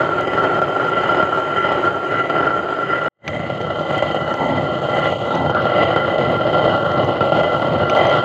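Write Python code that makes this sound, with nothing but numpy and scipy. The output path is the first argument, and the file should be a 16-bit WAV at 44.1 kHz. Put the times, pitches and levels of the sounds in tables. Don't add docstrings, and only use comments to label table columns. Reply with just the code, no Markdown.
import sys
import numpy as np
from scipy import signal
from scipy.fft import rfft, irfft
from scipy.io import wavfile
from scipy.ndimage import uniform_filter1d, minimum_filter1d

SR = 44100
rng = np.random.default_rng(int(sys.argv[2]) if len(sys.argv) > 2 else 0)


def bounce(signal):
    frames = np.transpose(np.atleast_2d(signal))
    limited = np.clip(frames, -1, 1)
    pcm = np.round(limited * 32767).astype(np.int16)
    wavfile.write(sys.argv[1], SR, pcm)


def field_ratio(decibels):
    return 10 ** (np.asarray(decibels, dtype=float) / 20)


N = 363384

CUT_S = 3.0835
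BASS_CUT_HZ, LIMIT = 46, 0.85
SOFT_HZ = 5360
BED_SPLIT_HZ = 640
RUB_WIDTH, RUB_ROUGH_DB = 0.2, 3.5
KNOCK_DB = 27

# (time [s], level [dB])
FADE_IN = [(3.084, -34), (3.091, -56), (3.1, -63), (3.125, -56), (3.18, -47), (3.22, -28), (3.25, -5.5),
           (3.272, -1.5), (3.29, 3.5)]
PLACE_DB = [
    -4,
    -8,
]

# (time [s], unevenness of the push [times the usual])
HANDLE_TURNS = [
    [(-0.141, 0.25), (0.21, 0.54), (0.908, 0.51), (1.543, 0.88), (2.11, 0.85), (2.865, 0.86), (3.601, 0.83)],
    [(2.652, 0.68), (4.095, 1.04), (5.035, 0.95), (5.894, 0.56), (6.668, 0.85), (7.423, 0.48), (8.04, 1.67),
     (9.38, 1.15)],
]
# (time [s], load on the stones [dB], seating of the runner [dB])
EFFORT = [(0, 0.5, 2.5), (0.75, 1.2, 0.7), (1.5, 0.93, -1.5), (2.2, -0.36, 1.1), (2.65, -0.7, 0.5),
          (3.08, -1, 1), (3.3, -7, 4), (3.7, -2, -0.5), (4.1, -1, -0.7), (4.35, 0.5, 2), (4.8, -0.5, 0.3),
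          (5.2, 1.1, 2.1), (5.5, 1, -4.5), (5.8, 4, 4), (6.3, 2.5, 0.5), (6.9, 3.5, -4.0), (7.5, 3, -0.1),
          (8.24, 3.5, 0.4)]
# (level [dB], share of load [dB/dB],
# share of seating [dB/dB], once-a-turn swing [dB], its lag [turns], twice-a-turn swing [dB], its lag [turns])
NEAR_LAYERS = [
    (-20.5, 1.0, 0.49, 2, 0.39, 1.5, -0.075),
    (-23, 2.4, -0.32, 3.5, 0.42, 1.95, -0.16),
    (-31, 1.35, 0.59, 3, 0.351, 1.6, 0.055),
    (-18.5, 0.54, -0.3, 2.4, 0.36, 1.0, 0.023),
    (-34.5, 0.04, -0.19, 7.5, 0.22, 2.4, 0.022),
    (-36, 1.3, -1.1, 4, 0.23, -0.45, -0.22),
    (-56.5, 1.49, -0.31, 0.7, 0.31, 0.2, -0.028),
    (-71.0, 1.43, -0.07, 0, -0.412, 0.2, 0.062),
]
FAR_LAYERS = [
    (-19, 0.9, 0.11, 1.1, -0.22, 1.4, -0.028),
    (-23, 1.1, -0.34, 1.9, -0.048, 2.9, -0.036),
    (-24.4, 0.56, -0.16, 1.5, -0.41, 2.1, 0.016),
    (-24.5, 1.06, 0.05, 1.8, -0.0077, 0.26, 0.25),
    (-31.5, 0.5, 0.93, 1.3, 0.0, 3.2, -0.045),
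    (-34, 0.82, 0.25, 2.7, -0.059, 1.7, -0.009),
    (-56, -0.49, 0.36, 1.8, 0.061, 1.4, -0.077),
    (-72, 1, -0.05, 0.9, 0.065, 0.9, -0.09),
]

# (time [s], extra force [times the steady grind])
JOLTS = [(0.271, 1.2), (.375, 0.44), (.615, 1.2), (1.08, 0.57), (1.145, 1.1), (1.167, 0.48), (1.226, 1),
         (1.717, 0.99), (2.297, 1.1), (3.393, 1.1), (3.5, 1.2), (3.604, 1), (3.701, 1.6), (3.851, 0.72),
         (4.023, 1.7), (4.144, 1.5), (4.819, 0.65), (5.305, .7), (5.494, 0.48), (5.547, 1), (5.96, 1.7),
         (6.181, 1.4), (6.528, 1), (6.854, 0.64), (7.0, 0.39), (7.206, 1.7), (7.319, 1.5), (7.432, 1.4),
         (7.619, 0.51), (7.95, 1)]
# (frequency [Hz], level [dB per Hz])
BED = [
    [(140, -43), (240, -20), (268, -5), (302, -7), (377, 0.5), (450, -6), (609, 0.5), (766, -2.5),
     (867, -4), (996, -15.5), (1150, -10), (1500, -45.5), (2530, -120)],
    [(140, -35.5), (240, -21.5), (281, -13.5), (344, -4.5), (411, -12), (494, -4.5), (601, 2), (663, -3.5),
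     (823, -2.5), (932, -15), (1150, -10), (1500, -52.5), (2530, -120)],
]
# (frequency [Hz], level [dB per Hz])
THUD = [(25, -52), (45, -41.5), (78, -5), (120, 0.5), (147, 3.5), (180, 0), (260, -5), (340, -34),
        (570, -85)]

# (frequency [Hz], width [Hz], near level [dB], far level [dB])
FIRST_RING = [(1359.5, 17.5, 1.5, -1.5), (1378.2, 15.3, 0, -1)]
SECOND_RING = [(1985, 18, 0, -4), (2014, 28, -1, -3)]
UPPER_RINGS = [(3130, 240, -12, -8.5), (2915, 77, -2.5, -1.5), (2988, 51, -4.5, -2), (3120, 31, 5, 4.5),
               (3151, 26, -3, 1)]
THIN_RINGS = [(3910, 120, -10, -5), (4240, 100, -14, -8), (4410, 26, -1, 4.5), (4850, 69, -4, -8.5),
              (5090, 40, -4.5, -9), (5130, 24, -10, -6)]
# (frequency [Hz], level [dB per Hz])
SCRAPE = [
    [(900, -15), (1200, -16.5), (1600, -16.5), (1850, -3), (2300, -11), (2800, -12), (3500, -20.5),
     (4500, -30.5), (5200, -41.5), (5700, -46), (7000, -55), (9000, -74.5)],
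    [(900, -13.5), (1200, 9.5), (1600, -20.5), (1850, -17.5), (2300, -13.5), (2800, -5), (3500, -9),
     (4500, -15), (5200, -24.5), (5700, -50.5), (7000, -57.5), (9000, -79)],
]
SCRAPE_DB = [
    -11.5,
    -13,
]

# (time [s], frequency [Hz], length [s], level [dB])
RUBS = [(4.42, 874, 0.11, -29), (5.044, 3370, 0.022, -38.5), (5.34, 3700, 0.044, -44),
        (5.4, 866, 0.074, -25.5), (5.569, 1375, 0.037, -25.5), (4.504, 270, 0.1, -32.5),
        (5.382, 270, .08, -31), (6.17, 603, 0.059, -21.5), (5.826, 699, 0.08, -22.5),
        (6.61, 598, 0.12, -22), (7.364, 623, .08, -22.5), (7.68, 910, 0.077, -28.5),
        (8.043, 640, .08, -25.5)]

# (frequency [Hz], level [dB per Hz])
GRIT = [(4500, -16), (5600, -10.5), (6300, 4), (7300, 2), (8200, -9.5), (9300, -20.5), (11000, -48)]
# (frequency [Hz], width [Hz], near level [dB], far level [dB])
GRIT_RINGS = [(6080, 90, 1, 4), (6600, 160, -7.5, -5.5), (7620, 39, 1, -3.5)]
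# (frequency [Hz], level [dB per Hz])
DUST = [
    [(7000, -23), (8600, 1.5), (10500, -2.5), (11500, -1.5), (13300, 1), (15500, -2)],
    [(7000, -22.5), (9300, -4), (10500, -5), (11500, -2), (13300, 0.5), (15500, -1.5)],
]
# (time [s], level [dB])
COARSE = [(3.08, 0.5), (3.3, -5), (3.95, 1), (4.4, 1), (5.2, 2), (5.65, -0.5), (7.7, 1.5), (7.95, 2.5),
          (8.24, 0.5)]
COARSE_SHARE = [
    1.0,
    .6,
]

# (time [s], ping peak [dB], 12 kHz crack [dB], knock in the stone [dB])
SNAPS = [(3.278, -30, -43, -18.5), (3.614, -45, -66, -37), (4.34, -36, -56, -31),
         (5.3514, -36.5, -55.5, -33), (5.5034, -48, -65, -42), (5.6194, -48.5, -51.5, -33),
         (6.9163, -47, -59.5, -33), (7.0454, -40.5, -50.5, -46), (7.897, -32, -60, -24),
         (7.9698, -40.5, -58, -36), (8.0679, -41, -60, -40), (8.0961, -37.5, -65, -39)]
# (time [s], 12 kHz peak [dB], 7 kHz level [dB])
CRACKLES = [(0.21, -40, -39), (0.4397, -50, -52), (0.6728, -52, -60), (0.803, -49.5, -66),
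            (0.893, -58, -43), (0.9692, -56, -48.5), (1.3456, -49.5, -53), (1.3717, -53.5, -53),
            (1.548, -51.5, -60), (1.7473, -48, -63), (1.783, -57, -50), (1.9953, -49.5, -50),
            (2.4098, -51, -65), (3.981, -49.5, -38), (4.0524, -50.5, -51), (4.368, -49.5, -48),
            (4.47, -51.5, -52), (5.052, -55, -52), (5.3258, -56, -44.5), (5.7757, -53.5, -49),
            (6.003, -49.5, -53), (6.318, -44, -51.5), (6.3788, -46.5, -57), (6.8718, -49.5, -55.5),
            (6.9041, -57, -56), (7.254, -52.5, -51), (7.606, -50, -47), (7.785, -56, -45),
            (7.952, -46, -49.5), (7.966, -51, -50)]


def grinding(place, layers_db):
    shudder = jolts() * field_ratio(1.1 * np.tanh(walk(18)) + 1.6 * np.tanh(walk(45)))
    rim = crushing(shudder)
    eye = crushing(shudder)
    times, extra = np.transpose(JOLTS)
    blows = clicks(times + 0.001, KNOCK_DB + 20 * np.log10(extra))
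    lower = bed(rim + blows, eye, place, *layers_db[:2])
    upper = runner(rim, eye, place, *layers_db[2:5])
    return lower + upper + grit(shudder, place, *layers_db[5:])


def crushing(shudder):
    breaks = cracks(share=0.025, spread_db=3.0, most_db=14.5)
    return shudder * field_ratio(0.43 * walk(30)) * (breaks + 0.56 * rng.standard_normal(N))


def jolts():
    times, extra = np.transpose(JOLTS)
    at = np.zeros(N)
    at[(times * SR).astype(int)] = extra
    before = 800
    t = np.arange(-before, 2000) / SR
    stall = -0.33 * np.exp(np.minimum(t, 0) / 0.05)
    release = np.exp(-np.maximum(t, 0) / 0.0046)
    swells = signal.fftconvolve(at, np.where(t < 0, stall, release))[before:before + N]
    return np.maximum(1 + swells, 0.2)


def bed(rim, eye, place, upper_db, thud_db):
    rumble = np.choose(place, [colour(rim + 0.43 * eye, table) for table in BED])
    low, high = (steady(signal.sosfiltfilt(signal.butter(3, BED_SPLIT_HZ, kind, fs=SR, output="sos"), rumble))
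                 for kind in ("low", "high"))
    thud = steady(colour((rim - 0.63 * eye) * field_ratio(3.1 * walk(10)), THUD))
    return low + field_ratio(0.91 * (upper_db + 2.5) - 5.5) * high + field_ratio(thud_db + 0.97) * thud


def runner(rim, eye, place, first_db, second_db, upper_db):
    push = soften(rim)
    scrape = np.choose(place, [steady(colour(eye, table)) for table in SCRAPE])
    scrape = scrape + field_ratio(-19.0) * stone(push, THIN_RINGS, place, wander_db=4.5)
    first = field_ratio(first_db + 2.06) * stone(push, FIRST_RING, place, wander_db=6.0)
    second = field_ratio(1.14 * (second_db + 16) - 14.5) * stone(push, SECOND_RING, place, wander_db=6.0)
    upper = field_ratio(upper_db + 1.27) * stone(push, UPPER_RINGS, place, wander_db=2.5)
    scrape_gain = field_ratio(np.choose(place, SCRAPE_DB) + 0.3 * (upper_db + 12))
    return first - second + upper + scrape_gain * scrape


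def stone(force, modes, place, wander_db):
    total = np.zeros(N)
    for k, (hz, width, *db) in enumerate(modes):
        sign = (-1) ** (k // 2)
        drive = force * field_ratio(wander_db * walk(9))
        total += sign * field_ratio(np.choose(place, db)) * ring(drive, hz, width)
    return steady(total)


def turning(t, turns, layers):
    times, uneven = np.transpose(turns)
    turn = np.interp(t, times, np.arange(len(times)))
    uneven = np.interp(t, times, uneven)
    times, load_db, seat_db = np.transpose(EFFORT)
    load_db = np.interp(t, times, load_db)
    seat_db = np.interp(t, times, seat_db)
    levels_db = []
    for db, by_load, by_seat, once_db, once_lag, twice_db, twice_lag in layers:
        once = once_db * np.cos(2 * np.pi * (turn - once_lag))
        twice = twice_db * np.cos(4 * np.pi * (turn - twice_lag))
        levels_db.append(db + by_load * load_db + by_seat * seat_db + uneven * (once + twice))
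    return np.array(levels_db)


def rubs():
    out = np.zeros(N)
    drag = field_ratio(RUB_ROUGH_DB * walk(40)) * rng.standard_normal(N)
    for time, hz, length, db in RUBS:
        at = np.arange(int((time - 0.4) * SR), min(int((time + 0.4) * SR), N))
        hum = ring(ring(drag[at], hz, RUB_WIDTH * hz), hz, RUB_WIDTH * hz)
        swell = np.exp(-0.5 * ((at / SR - time) / np.clip(length, 0.01, 0.13)) ** 2)
        out[at] += level(hum, db) * swell
    return out


def snaps():
    times, ping_db, crack_db, knock_db = np.transpose(SNAPS)
    blow = ring(bursts(times, ping_db, length_s=0.0029), 5900, 1800)
    ping = field_ratio(16) * ring(blow, 6200, 200) + field_ratio(-3.0) * blow
    crack = ring(bursts(times, crack_db - 1, length_s=0.002), 12500, 4500)
    knock = soften(ring(bursts(times, knock_db + 13, length_s=0.0036), 2300, 1400))
    return ping + crack + knock


def grit(shudder, place, grit_db, dust_db):
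    breaks = cracks(share=0.0065, spread_db=2.0, most_db=14)
    fine = shudder * field_ratio(1.0 * walk(27)) * (breaks + 1.2 * rng.standard_normal(N))
    hiss = steady(colour(fine, GRIT)) + field_ratio(-8.0) * stone(fine, GRIT_RINGS, place, wander_db=8.5)
    rustle = fine + 1.2 * field_ratio(1.6 * walk(20)) * rng.standard_normal(N)
    dust = np.choose(place, [steady(colour(rustle, table)) for table in DUST])
    return field_ratio(grit_db - 0.3) * hiss + field_ratio(dust_db + 5.0) * dust


def crackles():
    times, top_db, mid_db = np.transpose(CRACKLES)
    top = ring(bursts(times, top_db + 2.5, length_s=0.00097), 12500, 5000)
    mid = ring(bursts(times, mid_db + 9.5, length_s=0.0011), 6700, 2600)
    return top + ring(mid, 6700, 2600)


def cracks(share, spread_db, most_db):
    hit, size, sign = rng.random((3, N))
    size_db = np.minimum(-spread_db * np.log(size + 1e-9), most_db)
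    return level((hit < share) * field_ratio(size_db) * np.sign(sign - 0.5))


def clicks(times, db):
    out = np.zeros(N)
    out[(np.asarray(times) * SR).astype(int)] = field_ratio(db)
    return out


def bursts(times, db, length_s):
    t = np.arange(int(5 * length_s * SR)) / SR
    shape = signal.fftconvolve(clicks(times, db), np.exp(-t / length_s))[:N]
    return shape * rng.standard_normal(N)


def ring(x, hz, width):
    pole = np.exp((2j * np.pi * hz - np.pi * width) / SR)
    return signal.lfilter([2 * (1 - abs(pole))], [1, -pole], x).imag


def soften(x):
    return signal.sosfilt(signal.butter(4, SOFT_HZ, fs=SR, output="sos"), x)


def steady(x):
    k = int(0.13 * SR)
    return x / np.sqrt(uniform_filter1d(uniform_filter1d(x ** 2, k), k))


def walk(rate):
    k = int(SR / rate)
    held = np.repeat(rng.standard_normal(N // k + 1), k)
    slow = uniform_filter1d(uniform_filter1d(held, k), k)[:N]
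    return slow / slow.std()


def colour(x, table):
    hz, db = np.transpose(table)
    size = 2 ** 13
    log_hz = np.log(np.arange(size // 2 + 1) * SR / size + 1)
    ceps = irfft(np.log(field_ratio(np.interp(log_hz, np.log(hz), db))))
    ceps[1:size // 2] *= 2
    ceps[size // 2 + 1:] = 0
    return signal.fftconvolve(x, irfft(np.exp(rfft(ceps))))[:N]


def level(x, db=0):
    return x * field_ratio(db) / np.sqrt(np.mean(x ** 2))


def scene():
    t = np.arange(N) / SR
    place = (t > CUT_S).astype(int)
    near_db = turning(t, HANDLE_TURNS[0], NEAR_LAYERS)
    far_db = turning(t, HANDLE_TURNS[1], FAR_LAYERS)
    levels_db = np.where(place, far_db, near_db)
    levels_db[-2:] += np.outer(COARSE_SHARE, np.interp(t, *np.transpose(COARSE)))
    rumble_db = levels_db[0]
    mill = field_ratio(rumble_db + np.choose(place, PLACE_DB)) * grinding(place, levels_db[1:] - rumble_db)
    return (mill + rubs() + snaps() + crackles())[None]


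def band_limit(x):
    return signal.sosfilt(signal.butter(12, 15500, fs=SR, output="sos"), x)


def record(dry):
    t = np.arange(N) / SR
    fade_db = (t > CUT_S) * np.interp(t, *np.transpose(FADE_IN))
    gate = uniform_filter1d(field_ratio(fade_db), size=12)
    heard = gate * signal.sosfilt(signal.butter(4, BASS_CUT_HZ, "high", fs=SR, output="sos"), dry)
    k = int(0.006 * SR)
    needed = LIMIT / np.maximum(abs(heard), LIMIT)
    gain = uniform_filter1d(minimum_filter1d(needed, 2 * k), k)
    return band_limit(heard * gain)


dry = scene()
out = record(dry)
bounce(out)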